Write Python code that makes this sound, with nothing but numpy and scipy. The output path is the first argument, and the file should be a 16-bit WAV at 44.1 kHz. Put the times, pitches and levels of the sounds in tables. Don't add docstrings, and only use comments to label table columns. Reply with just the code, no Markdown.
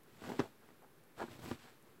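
import sys
import numpy as np
from scipy import signal
from scipy.fft import rfft, irfft, next_fast_len
from scipy.io import wavfile
from scipy.ndimage import map_coordinates

SR = 44100
rng = np.random.default_rng(int(sys.argv[2]) if len(sys.argv) > 2 else 0)


def pcm_store(signal):
    levels = np.round(np.clip(np.atleast_2d(signal), -1, 1) * 32767)
    wavfile.write(sys.argv[1], SR, levels.astype(np.int16).T)


N = 2 * SR


def amp(db):
    return 10 ** (np.asarray(db) / 20)


def unit_rms(x):
    return x / np.sqrt(np.mean(x ** 2) + 1e-20)


def log_interp(points, hz):
    knots_hz, values = np.transpose(points)
    return np.interp(np.log(hz + 1), np.log(knots_hz + 1), values)


def coloured(x, gain):
    size = 2 * next_fast_len(N)
    magnitude = np.maximum(gain(np.fft.rfftfreq(size, 1 / SR)), 1e-6)
    cepstrum = irfft(np.log(magnitude))
    cepstrum[1:size // 2] *= 2
    cepstrum[size // 2 + 1:] = 0
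    return irfft(rfft(x, size) * np.exp(rfft(cepstrum)), size)[:N]


def shaped(x, spectrum):
    return unit_rms(coloured(x, lambda hz: amp(log_interp(spectrum, hz))))


def flutter(knots_per_s, depth_db):
    position = np.arange(N) * knots_per_s / SR
    return amp(depth_db * map_coordinates(rng.standard_normal(N // 20), [position], mode="wrap"))


def grains(per_s, spread_db):
    impulses = (rng.random(N) < per_s / SR) * np.sign(rng.standard_normal(N))
    return impulses * amp(spread_db * np.clip(rng.standard_normal(N), -2, 2))


def stroke(peak_s, rise_s, fall_s, roundness):
    t = np.arange(N) / SR - peak_s
    return np.exp(-np.abs(t / np.where(t < 0, rise_s, fall_s)) ** roundness)


def add(track, start_s, sound):
    part = track[round(start_s * SR):][:len(sound)]
    part += sound[:len(part)]


def room_tone():
    # (frequency [Hz], relative level [dB])
    air_spectrum = [(20, -99), (50, -98), (130, -86), (250, -88), (400, -85), (600, -94), (1500, -96),
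                    (3000, -104), (6000, -110), (9000, -110), (11500, -106), (16000, -109)]
    return amp(-66) * shaped(rng.standard_normal(N), air_spectrum)


def ticks():
    # (time [s], level [dB])
    bursts = [(.0348, -54), (.8245, -59), (1.0375, -53.5), (1.8257, -55)]
    band_hz, t60_s = (6000, 13000), 0.007
    out, t = np.zeros(N), np.arange(SR // 50) / SR
    for start_s, db in bursts:
        add(out, start_s, amp(db - 60 * t / t60_s) * rng.standard_normal(len(t)))
    return signal.lfilter(*signal.butter(2, band_hz, "bandpass", fs=SR), out)


def body_slides():
    # (peak [s], rise [s], fall [s], hiss [dB], rumble [dB])
    slides = [(.17, .10, 0.042, -71, -68), (0.276, 0.074, 0.16, -58, -54.5),
              (.415, 0.035, 0.052, -59.5, -68), (.66, 0.11, 0.14, -76.5, -78),
              (1.204, 0.03, 0.066, -58.5, -54.5), (1.326, 0.044, 0.057, -61, -59),
              (1.394, .008, .015, -63.5, -58.5), (1.457, 0.044, 0.074, -57, -49),
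              (1.511, 0.034, 0.043, -57, -52), (1.629, 0.068, 0.11, -63, -66.5),
              (1.89, 0.073, 0.062, -76.5, -67.5)]
    # (frequency [Hz], gain [dB])
    hiss_spectrum = [(100, -14), (500, 0), (1400, 3), (2500, 2.5), (4000, 0), (6500, -8.5), (8000, -4),
                     (9200, -18), (12000, -11), (16000, -35)]
    # (frequency [Hz], gain [dB])
    rumble_spectrum = [(25, -26), (60, -7.5), (110, 2.5), (260, 1.5), (420, -7.5), (600, -6.5), (1200, -15),
                       (3000, -29.5)]
    hiss_power, rumble_power = np.zeros((2, N))
    for peak_s, rise_s, fall_s, hiss_db, rumble_db in slides:
        swell = stroke(peak_s, rise_s, fall_s, roundness=1.86)
        hiss_power += (amp(hiss_db) * swell) ** 2
        rumble_power += (amp(rumble_db) * swell) ** 2
    fibres = shaped(grains(per_s=5000, spread_db=4.5), hiss_spectrum)
    fibres *= flutter(knots_per_s=90, depth_db=0.7)
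    folds = shaped(rng.standard_normal(N), rumble_spectrum)
    folds *= flutter(knots_per_s=60, depth_db=2.4)
    return np.sqrt(hiss_power) * fibres + np.sqrt(rumble_power) * folds


def fold_plucks():
    plucks = [(0.2197, -40.5, 2000, 90), (.2398, -34.5, 3500, 496), (0.2457, -37.5, 900, 90),
              (.263, -41, 3000, 500), (.275, -42, 6000, 1800), (.2915, -33.5, 2000, 250),
              (0.3032, -40, 1800, 200), (0.3186, -30.5, 1500, 120), (0.3916, -28.5, 2220, 200),
              (0.3945, -18.5, 2700, 81), (.3975, -28.5, 6500, 1800), (0.4017, -18, 2120, 50.6),
              (0.689, -45.5, 2500, 460), (0.7049, -46.5, 2000, 353), (0.717, -55, 1800, 252),
              (1.2037, -32, 1600, 500), (1.2151, -32.5, 1290, 217), (1.2253, -30, 1000, 328),
              (1.227, -27, 1300, 420), (1.2381, -31, 900, 220), (1.3925, -44, 590, 70),
              (1.46, -39, 2500, 200), (1.493, -41.5, 4000, 404), (1.508, -42.5, 500, 90),
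              (1.5133, -24, 1470, 260), (1.5158, -35, 4500, 706), (1.5163, -31.5, 500, 80),
              (1.5246, -38, 700, 120), (1.874, -52.5, 610, 100)]
    # (frequency [Hz], relative level [dB], t60 [s])
    modes = [(126, -43, 0.021), (250, -9, 0.078), (405, -9, 0.041), (800, -17, 0.057), (987, -18, 0.037),
             (1196, -19, 0.035), (1530, -35, 0.022), (1963, -11.5, 0.022)]
    # (frequency [Hz], gain [dB])
    snap_spectrum = [(30, -31.5), (120, 3.5), (300, 15), (600, -3), (1500, -5.5), (3000, -19.5),
                     (7000, -17), (15000, -20)]
    # (frequency [Hz], gain [dB])
    crunch_spectrum = [(100, -33), (500, 9), (1000, 4.5), (2000, -1), (3000, -5.5), (5500, -10),
                       (8000, -13.5), (12000, -21), (16000, -21)]
    ring_db, scatter_db = -7, 2.5
    crunch_db, crunch_rise_s, crunch_t60_s = -11.5, 0.00035, 0.018
    out, t = np.zeros(N), np.arange(SR // 5) / SR
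    snap = shaped(signal.unit_impulse(N), snap_spectrum)[:len(t)]
    snap = 1.335 * snap / np.abs(snap).max()
    fibres = shaped(rng.standard_normal(N), crunch_spectrum)
    burst = amp(crunch_db - 60 * t / crunch_t60_s) * (1 - np.exp(-t / crunch_rise_s))
    for start_s, db, bright_hz, low_hz in plucks:
        ring = np.zeros(len(t))
        for hz, mode_db, t60_s in modes:
            decay = amp(mode_db + rng.normal(0, scatter_db) - 60 * t / t60_s)
            ring += decay * np.sin(2 * np.pi * hz * t)
        crunch = burst * np.roll(fibres, rng.integers(N))[:len(t)]
        pop = signal.lfilter(*signal.butter(2, bright_hz, fs=SR), snap + amp(ring_db) * ring)
        pop += signal.lfilter(*signal.butter(1, 2 * bright_hz, fs=SR), crunch)
        pop = signal.lfilter(*signal.butter(2, low_hz, "highpass", fs=SR), pop)
        add(out, start_s, amp(db) * pop)
    return out


def paw_thumps():
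    # (time [s], level [dB], starting pitch [Hz])
    landings = [(.232, -50, 100), (0.398, -38, 121), (0.976, -64.5, 170), (1.281, -54, 159),
                (1.308, -49.5, 115), (1.384, -55, 89), (1.511, -41, 101), (1.655, -59, 190)]
    attack_s, t60_s, sag_hz_per_s = 0.0023, 0.12, 380
    out, t = np.zeros(N), np.arange(SR // 5) / SR
    for start_s, db, hz in landings:
        push = np.sin(2 * np.pi * (hz - sag_hz_per_s * t / 2) * t)
        envelope = amp(db - 60 * t / t60_s) * (1 - np.exp(-t / attack_s))
        add(out, start_s, envelope * push)
    return out


def claw_drags():
    # (peak [s], rise [s], fall [s], level [dB], low-pass [Hz], high-pass [Hz])
    drags = [(.25, 0.037, 0.038, -52, 1730, 100), (0.3, 0.018, 0.0087, -41, 980, 202),
             (0.335, 0.019, 0.028, -49, 1110, 180), (0.411, 0.022, 0.023, -45.5, 1430, 100),
             (0.446, 0.031, .016, -52, 1010, 151), (.635, .02, 0.052, -67.5, 1370, 252),
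             (.838, 0.014, 0.019, -59, 1280, 317), (1.199, 0.016, 0.012, -46, 1630, 328),
             (1.224, 0.019, 0.019, -42.5, 1450, 277), (1.275, 0.023, 0.031, -56, 1910, 100),
             (1.683, 0.087, 0.047, -64.5, 1730, 610)]
    # (frequency [Hz], gain [dB])
    scrape_spectrum = [(40, 2), (130, -11.5), (220, 2.5), (400, -1), (550, -5.5), (750, -2.5), (1150, -8),
                       (1550, -0.5), (3000, -22)]
    out = np.zeros(N)
    for peak_s, rise_s, fall_s, db, bright_hz, low_hz in drags:
        swell = stroke(peak_s, rise_s, fall_s, roundness=1.7)
        catches = grains(per_s=900, spread_db=3.5) * flutter(knots_per_s=150, depth_db=3.1) * swell
        band = lambda hz: hz ** 2 / np.hypot(hz ** 2, low_hz ** 2) / (1 + (hz / bright_hz) ** 5)
        rasp = coloured(catches, lambda hz: amp(log_interp(scrape_spectrum, hz)) * band(hz))
        out += amp(db) * unit_rms(rasp) * np.sqrt(np.mean(swell ** 2))
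    return out


def bedroom_reverb(x):
    # (frequency [Hz], t60 [s])
    decay_times = [(100, 0.073), (400, 0.13), (2000, 0.13), (10000, 0.064)]
    predelay_s = 0.008
    hz, t, noise = signal.stft(rng.standard_normal(SR // 2), SR, nperseg=256)
    decay = amp(-60 * t / log_interp(decay_times, hz)[:, None])
    _, tail = signal.istft(noise * decay, SR, nperseg=256)
    delayed = np.pad(x, (round(predelay_s * SR), 0))
    return signal.fftconvolve(delayed, tail / np.linalg.norm(tail))[:N]


def scene():
    cat = body_slides() + claw_drags() + fold_plucks() + paw_thumps()
    return (cat + amp(-14.5) * bedroom_reverb(cat) + room_tone() + ticks())[None]


def record(dry):
    low_cut_hz, dc_offset, top_hz = 14, -0.00038, 15800
    size = 2 * next_fast_len(N)
    thinned = signal.lfilter(*signal.butter(2, low_cut_hz, "highpass", fs=SR), dry) + dc_offset
    passband = np.fft.rfftfreq(size, 1 / SR) < top_hz
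    return irfft(rfft(thinned, size) * passband, size)[..., :N]


dry = scene()
out = record(dry)
pcm_store(out)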